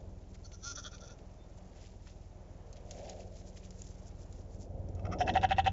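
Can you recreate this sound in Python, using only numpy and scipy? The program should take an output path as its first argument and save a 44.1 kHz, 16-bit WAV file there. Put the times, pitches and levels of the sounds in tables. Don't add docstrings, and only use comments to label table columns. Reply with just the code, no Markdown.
import sys
import numpy as np
from scipy import signal
from scipy.fft import rfft, irfft, next_fast_len
from scipy.io import wavfile
from scipy.ndimage import uniform_filter1d, map_coordinates

SR = 44100
rng = np.random.default_rng(int(sys.argv[2]) if len(sys.argv) > 2 else 0)


def store_pcm(level_fs):
    pcm = np.round(np.clip(level_fs, -1, 1) * 32767).astype(np.int16)
    wavfile.write(sys.argv[1], SR, np.atleast_2d(pcm).T)


N = 252252
TIME = np.arange(N) / SR


def amp(db):
    return 10 ** (np.asarray(db) / 20)


def unit(x):
    return x / np.sqrt(np.mean(x ** 2) + 1e-20)


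def curve(rows, axis=1):
    columns = np.transpose(rows)
    return np.interp(TIME, columns[0], columns[axis])


def wobble(rate):
    return map_coordinates(rng.standard_normal(int(N * rate / SR) + 4), [TIME * rate])


def colour(x, points):
    m = 2 * next_fast_len(len(x))
    hz, db = np.transpose(points)
    gain = amp(np.interp(np.log(np.fft.rfftfreq(m, 1 / SR) + 1), np.log(hz), db))
    cepstrum = irfft(np.log(gain + 1e-6))
    cepstrum[1:m // 2] *= 2
    cepstrum[m // 2 + 1:] = 0
    return irfft(rfft(x, m) * np.exp(rfft(cepstrum)))[:len(x)]


def resonate(x, hz, width_hz):
    return signal.lfilter(*signal.iirpeak(hz, hz / width_hz, SR), x)


def gliding(x, hz, width_hz):
    carrier = np.exp(2j * np.pi * np.cumsum(hz) / SR)
    lowpass = signal.butter(2, width_hz / 2, fs=SR, output='sos')
    return unit((signal.sosfilt(lowpass, x / carrier) * carrier).real)


def noise(points):
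    return unit(colour(rng.standard_normal(N), points))


def pulses(cycles, scatter_db):
    at = np.interp(np.arange(1, int(cycles[-1]) + 1), cycles, np.arange(N))
    taps = np.round(at).astype(int)[:, None] + np.arange(-8, 9)
    shape = np.sinc(taps - at[:, None]) * np.hanning(taps.shape[1])
    sizes = amp(scatter_db * rng.standard_normal((len(at), 1)))
    return unit(np.bincount(np.clip(taps, 0, N - 1).ravel(), (shape * sizes).ravel(), N))


def hump(centre_s, half_s, steep=2):
    out = np.zeros(N)
    reach = 4 * abs(half_s)
    near = slice(*np.searchsorted(TIME, [centre_s - reach, centre_s + reach]))
    out[near] = np.exp(-np.abs((TIME[near] - centre_s) / half_s) ** steep)
    return out


def sized(x, db, length_s):
    return x * amp(db) * np.sqrt(length_s * SR / (np.sum(x ** 2) + 1e-20))


def helicopter(first_pass=0.55, slap_lead_s=0.0035, overtones_db=-2):
    # t/s, rate/Hz
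    blade_rate = [(0, 20.13), (2.2, 20.18), (3, 20.09), (4.2, 20.03), (5.7, 20.09)]
    # t/s, nominal level/dB
    rotor = [(0.0, -49.5), (0.67, -50.5), (1.1, -53.5), (4.64, -48), (4.76, -43), (5.64, -40.5),
             (5.72, -41.5)]
    # t/s, nominal level/dB
    whine = [(0.0, -60), (0.67, -63), (2.7, -65.5), (3.05, -59), (3.8, -55), (4.32, -65), (5.69, -47)]
    # multiple of the hum, relative level/dB
    tail_overtones = [(2, 2.5), (3, -14.5), (4, -8)]
    # f/Hz, gain/dB
    thump_spectrum = [(10, -5), (20, -9), (40, 9.5), (60, 5.5), (82, 3.5), (120, -6), (160, -14),
                      (260, -28), (500, -68)]
    thump_db, slap_db, hum_db = -0.5, -7.5, -5
    thump_grows, slap_grows, hum_grows = 0.75, 1.92, 1.62

    passes = np.cumsum(curve(blade_rate)) / SR
    blades = pulses(passes + first_pass, scatter_db=.9)
    thumps = unit(colour(blades, thump_spectrum))
    early = np.interp(TIME + slap_lead_s, TIME, blades)
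    slaps = unit(resonate(resonate(early, hz=86.5, width_hz=28.3), hz=91.0, width_hz=92))

    tail_turns = 4.61 * passes

    def tone(multiple):
        level = amp(2.6 * wobble(8))
        return level * np.sin(2 * np.pi * multiple * tail_turns + .9 * wobble(9))

    overtones = sum(amp(db) * tone(multiple) for multiple, db in tail_overtones)
    throb_db = curve(rotor)
    mean_db = throb_db.mean()

    def gain(db, grows):
        return amp(mean_db + db + grows * (throb_db - mean_db))

    main = gain(thump_db, thump_grows) * thumps + gain(slap_db, slap_grows) * slaps
    return main + gain(hum_db, hum_grows) * tone(1) + amp(curve(whine) + overtones_db) * overtones


def air(floor_db=-61, gust_width_hz=210, whoosh_db=-4.5, grows=1.53, roar_db=-1.0, roar_grows=1.28):
    # f/Hz, gain/dB
    floor_spectrum = [(50, -21), (100, -1), (139, -6.5), (239, -16), (413, -18.5), (615, -10.5),
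                      (1160, -26), (4300, -41.5), (5540, -39.5), (6650, -39), (7280, -42.5), (7690, -58.5),
                      (10000, -74.5)]
    # f/Hz, gain/dB
    flow = [(60, -17.5), (150, 10), (750, -2.5), (950, -5.5), (1250, -33.5), (3000, -40.5)]
    # t/s, nominal level/dB
    whoosh_levels = [(0.0, -54), (0.24, -72.5), (1.1, -58.5), (1.35, -65), (2.4, -69.5), (2.82, -56.5),
                     (3.08, -48), (3.38, -57), (4.3, -63.5), (4.72, -52.5), (4.95, -55), (5.08, -48),
                     (5.23, -44.5), (5.37, -45), (5.53, -57.5), (5.72, -57.5)]
    # t/s, nominal level/dB
    roar_levels = [(0.0, -60.5), (0.21, -62), (2.75, -62.5), (2.85, -60.5), (3.95, -63), (5.02, -53.5),
                   (5.1, -47), (5.32, -46), (5.72, -58)]
    weak_db, strong_db, weak_hz, strong_hz = -61.5, -48, 514, 666

    def swell(db, grows):
        return amp(db.mean() + grows * (db - db.mean()))

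    floor = amp(floor_db + 1.5 * wobble(4)) * noise(floor_spectrum)
    level_db = curve(whoosh_levels)
    centre_hz = np.interp(level_db, [weak_db, strong_db], [weak_hz, strong_hz])
    whoosh = gliding(noise(flow), centre_hz, gust_width_hz)
    roar = unit(amp(2.3 * wobble(30)) * resonate(noise(flow), hz=370, width_hz=410))
    out = floor + amp(whoosh_db) * swell(level_db, grows) * whoosh
    return out + amp(roar_db) * swell(curve(roar_levels), roar_grows) * roar


def crackle(centre_hz, spread_octaves, grains_per_s, life_s):
    when, pitch, size = rng.random((int(grains_per_s * N / SR), 3)).T[:, :, None]
    t = TIME[:SR // 200]
    hz = centre_hz * 2 ** (spread_octaves * (2 * pitch - 1))
    envelope = np.exp(-t / life_s) * (1 - np.exp(-2 * t / life_s))
    ticks = amp(-3.2 * np.log(size + 0.015)) * np.sin(2 * np.pi * hz * t) * envelope
    at = (when * N).astype(int) + np.arange(len(t))
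    return unit(np.bincount(at.ravel(), ticks.ravel(), N)[:N])


def grass(crunch_db=-3, swish_db=0, flutter_db=1.8):
    # t/s, nominal level/dB
    rustle = [(1.3, -76.5), (2.15, -74.5), (2.65, -79), (2.85, -75), (2.92, -63.5), (3.28, -73),
              (3.98, -71.5), (4.45, -82)]
    # centre t/s, length/s, crunch level/dB, fine swish level/dB
    steps = [(0.35, 0.019, -63.5, -67), (1.583, 0.017, -73, -67), (1.823, 0.15, -69, -70),
             (2.084, 0.071, -69, -74), (2.768, 0.018, -64, -65), (2.99, 0.036, -70.5, -78),
             (3.093, 0.076, -63.5, -67), (3.21, 0.052, -70, -72), (3.38, 0.072, -78, -65.5),
             (3.479, 0.04, -77, -62.5), (3.577, 0.023, -62, -59.5), (3.651, 0.035, -67, -65),
             (3.85, 0.15, -94, -65.5), (4.076, 0.029, -83, -63.5), (4.221, 0.069, -84, -68),
             (4.376, 0.13, -80, -70), (4.535, 0.052, -82, -66.5), (4.624, 0.049, -81, -60.5),
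             (4.89, 0.0051, -86, -62)]
    # t/s, peak level/dB, f/Hz, splintering against the tick (ratio)
    snaps = [(0.518, -47.5, 3870, 2.4), (0.982, -46, 4540, 0.86), (1.188, -53, 2960, 2.3),
             (2.0707, -47, 1855, 1.5), (2.7285, -43, 6350, 1.2), (2.91, -34, 6500, 1.2),
             (2.9864, -51, 5780, 1), (3.0968, -36, 6700, 0.64), (3.1186, -52, 3580, 1.2),
             (3.7065, -43.5, 6900, 1), (3.8196, -35, 6840, 0.083), (4.3264, -45, 7100, 0.55),
             (4.9508, -50.5, 6700, 1.2)]

    running = amp(curve(rustle))
    tread = amp(crunch_db) * running + sum(amp(db) * hump(s, length / 2) for s, length, db, _ in steps)
    brush = amp(swish_db) * running + sum(amp(db) * hump(s, length / 2) for s, length, _, db in steps)
    crunch = crackle(3200, spread_octaves=.85, grains_per_s=2200, life_s=0.0004)
    swish = crackle(6630, spread_octaves=0.28, grains_per_s=2600, life_s=0.00018)
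    out = tread * amp(flutter_db * wobble(90)) * crunch
    out += brush * amp(flutter_db * wobble(90)) * swish

    t = TIME[:SR // 20]
    for s, db, hz, splinter in snaps:
        tick = np.sin(2 * np.pi * hz * t) * np.exp(-t / 0.0011)
        fibres = resonate(rng.standard_normal(len(t)), hz=0.86 * hz, width_hz=3200) * np.exp(-t / 0.0061)
        snap = tick + splinter * fibres
        out[round(s * SR):][:len(t)] += amp(db) * snap / np.abs(snap).max()
    return out


def quaver_pitch(centre_s, length_s, top_hz):
    onset_hz, creak_hz = 261, 198.4
    tight_s, rise_share = 0.0091, 0.38
    sag_s, sag_past_s = 0.019, 0.017

    knots = []
    for start, length, hz in zip(centre_s - length_s / 2, length_s, top_hz):
        top = start + rise_share * length
        knots += [(start - tight_s, onset_hz),
                  (min(start + tight_s, (start + top) / 2), onset_hz),
                  (top, hz),
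                  (max(top, start + length - sag_s), hz),
                  (start + length + sag_past_s, creak_hz)]
    return curve(sorted(knots))


def lamb(between=0.085, edge_between=0.1, edge_lag_s=0.003, jitter=0.069, creak_size=0.83,
         break_db=-10, flare_db=-11):
    # centre t/s, length/s, top pitch f/Hz, mouth level/dB, nasal edge level/dB,
    # strongest side resonance f/Hz, its level/dB
    quavers = [(0.456, 0.032, 286.7, -69, -58.5, 4440, -60), (0.54, 0.038, 294.3, -67.5, -59, 4250, -68),
               (0.68, 0.094, 281.2, -51, -45.5, 4240, -56.5), (0.783, .041, 306.5, -49.5, -48, 3360, -84),
               (0.86, 0.042, 307.8, -49.5, -52, 3330, -55), (0.941, .05, 302.7, -56.5, -59, 2471, -69),
               (1.035, 0.058, 287, -61, -60.5, 3500, -86), (1.101, 0.071, 285.2, -62, -61.5, 2520, -73)]
    # f/Hz, gain/dB
    mouth_spectrum = [(500, -38), (620, -4.5), (850, -29), (1120, -15), (1390, 3), (1700, -20), (2150, -47),
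                      (2520, -15), (2750, -44), (3470, -7), (4000, -16.5), (4550, -10.5), (5200, -49)]
    # f/Hz, gain/dB
    edge_spectrum = [(4300, -19), (5050, -6), (5350, 1), (5650, 2.5), (6060, 8), (6400, -3), (6800, -3),
                     (7600, -27)]
    rough_loud, rough_soft = 0.056, 0.347

    s, length, top_hz, mouth_db, edge_db, ring_hz, ring_db = np.transpose(quavers)
    bounds = np.ravel([s - length / 2, s + length / 2], 'F')

    def step(column):
        return np.interp(TIME, bounds, np.repeat(column, 2))

    firmness = length / .017

    def arches(lag_s):
        return sum(hump(c + lag_s, d / 2, f) for c, d, f in zip(s, length, firmness))

    push, late = arches(0), arches(edge_lag_s)
    voiced = uniform_filter1d(1. * ((TIME > s[0]) & (TIME < s[-1])), size=400)
    loudness_range = [mouth_db.min(), mouth_db.max()]
    roughness = np.clip(np.interp(step(mouth_db), loudness_range, [rough_soft, rough_loud]), 0, 1)
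    pitch_hz = quaver_pitch(s, length, top_hz) * (1 + jitter * roughness * wobble(120))
    cycles = np.cumsum(pitch_hz) / SR
    leak = unit(rng.standard_normal(N) * np.exp(-4 * (cycles % 1)))
    folds = np.sqrt(1 - roughness) * pulses(cycles, scatter_db=2.7) + np.sqrt(roughness) * leak

    creak = creak_size * sum(hump(c - .022, 0.0066) for c in s[3:])
    breaks = sum(hump(c - .007, 0.0075) for c in s[3:])
    flare_tone = unit(resonate(resonate(folds, hz=1600, width_hz=160), hz=1760, width_hz=310))
    flare = amp(flare_db) * sum(hump(c, 0.022) for c in s[3:]) * flare_tone

    mouth_force = push + between * voiced * (1 - push)
    mouth = amp(step(mouth_db)) * (mouth_force * unit(colour(folds, mouth_spectrum)) + flare)
    edge_force = late + creak + edge_between * voiced * (1 - late)
    edge = amp(step(edge_db) + break_db * breaks) * edge_force * unit(colour(folds, edge_spectrum))
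    ring = amp(step(ring_db)) * push * gliding(folds, step(ring_hz), width_hz=320)
    return mouth + edge + ring


def bird(db=-71):
    # t/s, f/Hz
    chirp = [(1.385, 3640), (1.41, 3540), (1.455, 3650)]
    return amp(db) * hump(1.42, 0.03, 2.6) * np.sin(2 * np.pi * np.cumsum(curve(chirp)) / SR)


def rattle(cycles, leak_share):
    share = np.clip(leak_share, 0, 1)
    leak = unit(rng.standard_normal(N) * np.exp(-1.7 * (cycles % 1)))
    return np.sqrt(1 - share) * pulses(cycles, scatter_db=1.8) + np.sqrt(share) * leak


def hoarse_bleat(throat_width_hz=48, steep=4.3, trail_db=-22, upper_width_hz=520, grunt_nasal_db=-11,
                 leak_share=0.7, jitter=0.028, linger_db=-9, grunt_hz=185, grunt_trail_db=-20):
    # centre t/s, length/s, level/dB
    grunts = [(4.972, .008, -67), (4.997, 0.006, -58), (5.055, 0.0063, -48), (5.069, 0.0054, -48),
              (5.13, 0.022, -42)]
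    # f/Hz, gain/dB
    grunt_spectrum = [(500, -22), (900, -14), (1250, 15), (1700, -8.5), (2050, 5), (2350, -7.5), (2620, 2),
                      (2950, -25.5), (3120, -6), (4000, -23.5), (8000, -50)]
    # centre t/s, length/s, pitch f/Hz, nominal throat level/dB, upper resonance drive/dB,
    # catch level/dB
    bursts = [(5.214, 0.018, 181, -25.5, -44, -58), (5.29, 0.027, 187, -31, -38.5, -55),
              (5.366, .026, 190, -25, -37.5, -43.5), (5.442, 0.023, 194.8, -24.5, -40, -45),
              (5.518, 0.021, 193.1, -26, -34, -46.5), (5.592, 0.021, 193.7, -24.5, -37, -50),
              (5.672, 0.022, 259.7, -25.5, -32.5, -44.5)]
    # t/s, depth (0-1)
    hitches = [(5.287, 1), (5.367, 0.8), (5.44, 0.3), (5.514, .55)]
    # f/Hz, gain/dB
    rasp_spectrum = [(400, -21.5), (620, 7), (950, 6), (1110, -9.5), (1350, 2), (1550, 2.5), (1830, 7),
                     (2050, -3), (2400, -4.5), (2650, 9.5), (2980, -3), (3300, -17), (3550, -23),
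                     (4250, -19.5), (5200, -33), (6600, -22), (8000, -40.5)]
    # f/Hz, gain/dB
    nasal_spectrum = [(4750, -14.5), (5050, -4), (5280, 4), (5900, 1), (6400, -10), (8000, -16)]
    throat_ends_hz, rasp_ends_db, nasal_ends_db = (723, 767), (-36.5, -31.5), (-49.5, -69.5)
    opening_s = 0.18
    catch_hz, catch_lead_s, squeak_gap_s, squeak_decay_s = (3650, 3050), .028, 0.0075, 0.006
    linger_hz = (1856, 3020)
    upper_base_hz, upper_rise_hz = 2684, 780

    s = np.transpose(bursts)[0]

    def opened(t, shut, wide):
        return wide + (shut - wide) * np.exp(-np.maximum(t - s[0], 0) / opening_s)

    bend = np.cumsum(1 + jitter * wobble(200)) / SR
    hitch = 1 - np.clip(sum(depth * hump(c, 0.0024) for c, depth in hitches), 0, 1)
    grunt = unit(colour(rattle(grunt_hz * bend, leak_share), grunt_spectrum))
    nasal, breath = noise(nasal_spectrum), noise(rasp_spectrum)
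    tract = colour(signal.unit_impulse(1024), rasp_spectrum)
    squeaks = [unit(resonate(rng.standard_normal(N), hz, width_hz=170)) + .5 * breath for hz in catch_hz]
    out, drive = np.zeros(N), np.zeros(N)

    for c, length, db in grunts:
        swell = hump(c, length / 2)
        out += sized(grunt * (swell + amp(grunt_trail_db) * hump(c, length * 2)), db, length)
        out += amp(db + grunt_nasal_db) * nasal * swell

    for c, length, pitch_hz, throat_db, upper_db, catch_db in bursts:
        throat_hz = opened(c, *throat_ends_hz)
        rasp_db = opened(c, *rasp_ends_db)
        nasal_db = opened(c, *nasal_ends_db)
        cycles = pitch_hz * bend
        cycles = cycles - np.interp(c - .44 * length, TIME, cycles) % 1
        folds = rattle(cycles, leak_share) * hitch
        burst = folds * hump(c - .001, length / 2, steep)

        clean = rattle(cycles, leak_share=.08) * hump(c - .0035, length * 0.44, steep)
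        ring = resonate(resonate(clean, throat_hz, throat_width_hz), throat_hz, width_hz=254)
        out += sized(ring * hitch, throat_db - 0.5, length)
        out += sized(signal.oaconvolve(burst, tract)[:N], rasp_db, length)
        linger = sum(resonate(burst, hz, width_hz=65) for hz in linger_hz)
        out += sized(linger, rasp_db + linger_db, length)

        age_s = TIME - (c - catch_lead_s)
        out += amp(nasal_db) * nasal * (age_s > 0) * hump(c - .007, length * 1.3)
        out += amp(rasp_db + trail_db) * breath * hump(c + .006, 0.032)
        for k, squeak in enumerate(squeaks):
            since_s = age_s - k * squeak_gap_s
            out += amp(catch_db) * squeak * (since_s > 0) * np.exp(-np.abs(since_s) / squeak_decay_s)
        drive += amp(upper_db) * hump(c + .002, .0105) * folds

    upper_hz = upper_base_hz + upper_rise_hz * sum(hump(c + .015, .0065) for c in s)
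    return out + np.std(drive) * gliding(drive, upper_hz, upper_width_hz)


def scene(lamb_scatter_db=-11, sheep_scatter_db=-11.5):
    far, near = lamb(), hoarse_bleat()
    tail = rng.standard_normal(SR // 2) * amp(-60 * TIME[:SR // 2] / 0.077)
    voices = amp(lamb_scatter_db) * far + amp(sheep_scatter_db) * near
    echo = signal.fftconvolve(voices, tail / np.linalg.norm(tail))[:N]
    return (far + near + echo + helicopter() + air() + grass() + bird())[None]


def record(dry):
    top_hz = 7550
    return signal.fftconvolve(dry, signal.firwin(241, top_hz, fs=SR)[None], 'same', axes=1)


dry = scene()
out = record(dry)
store_pcm(out)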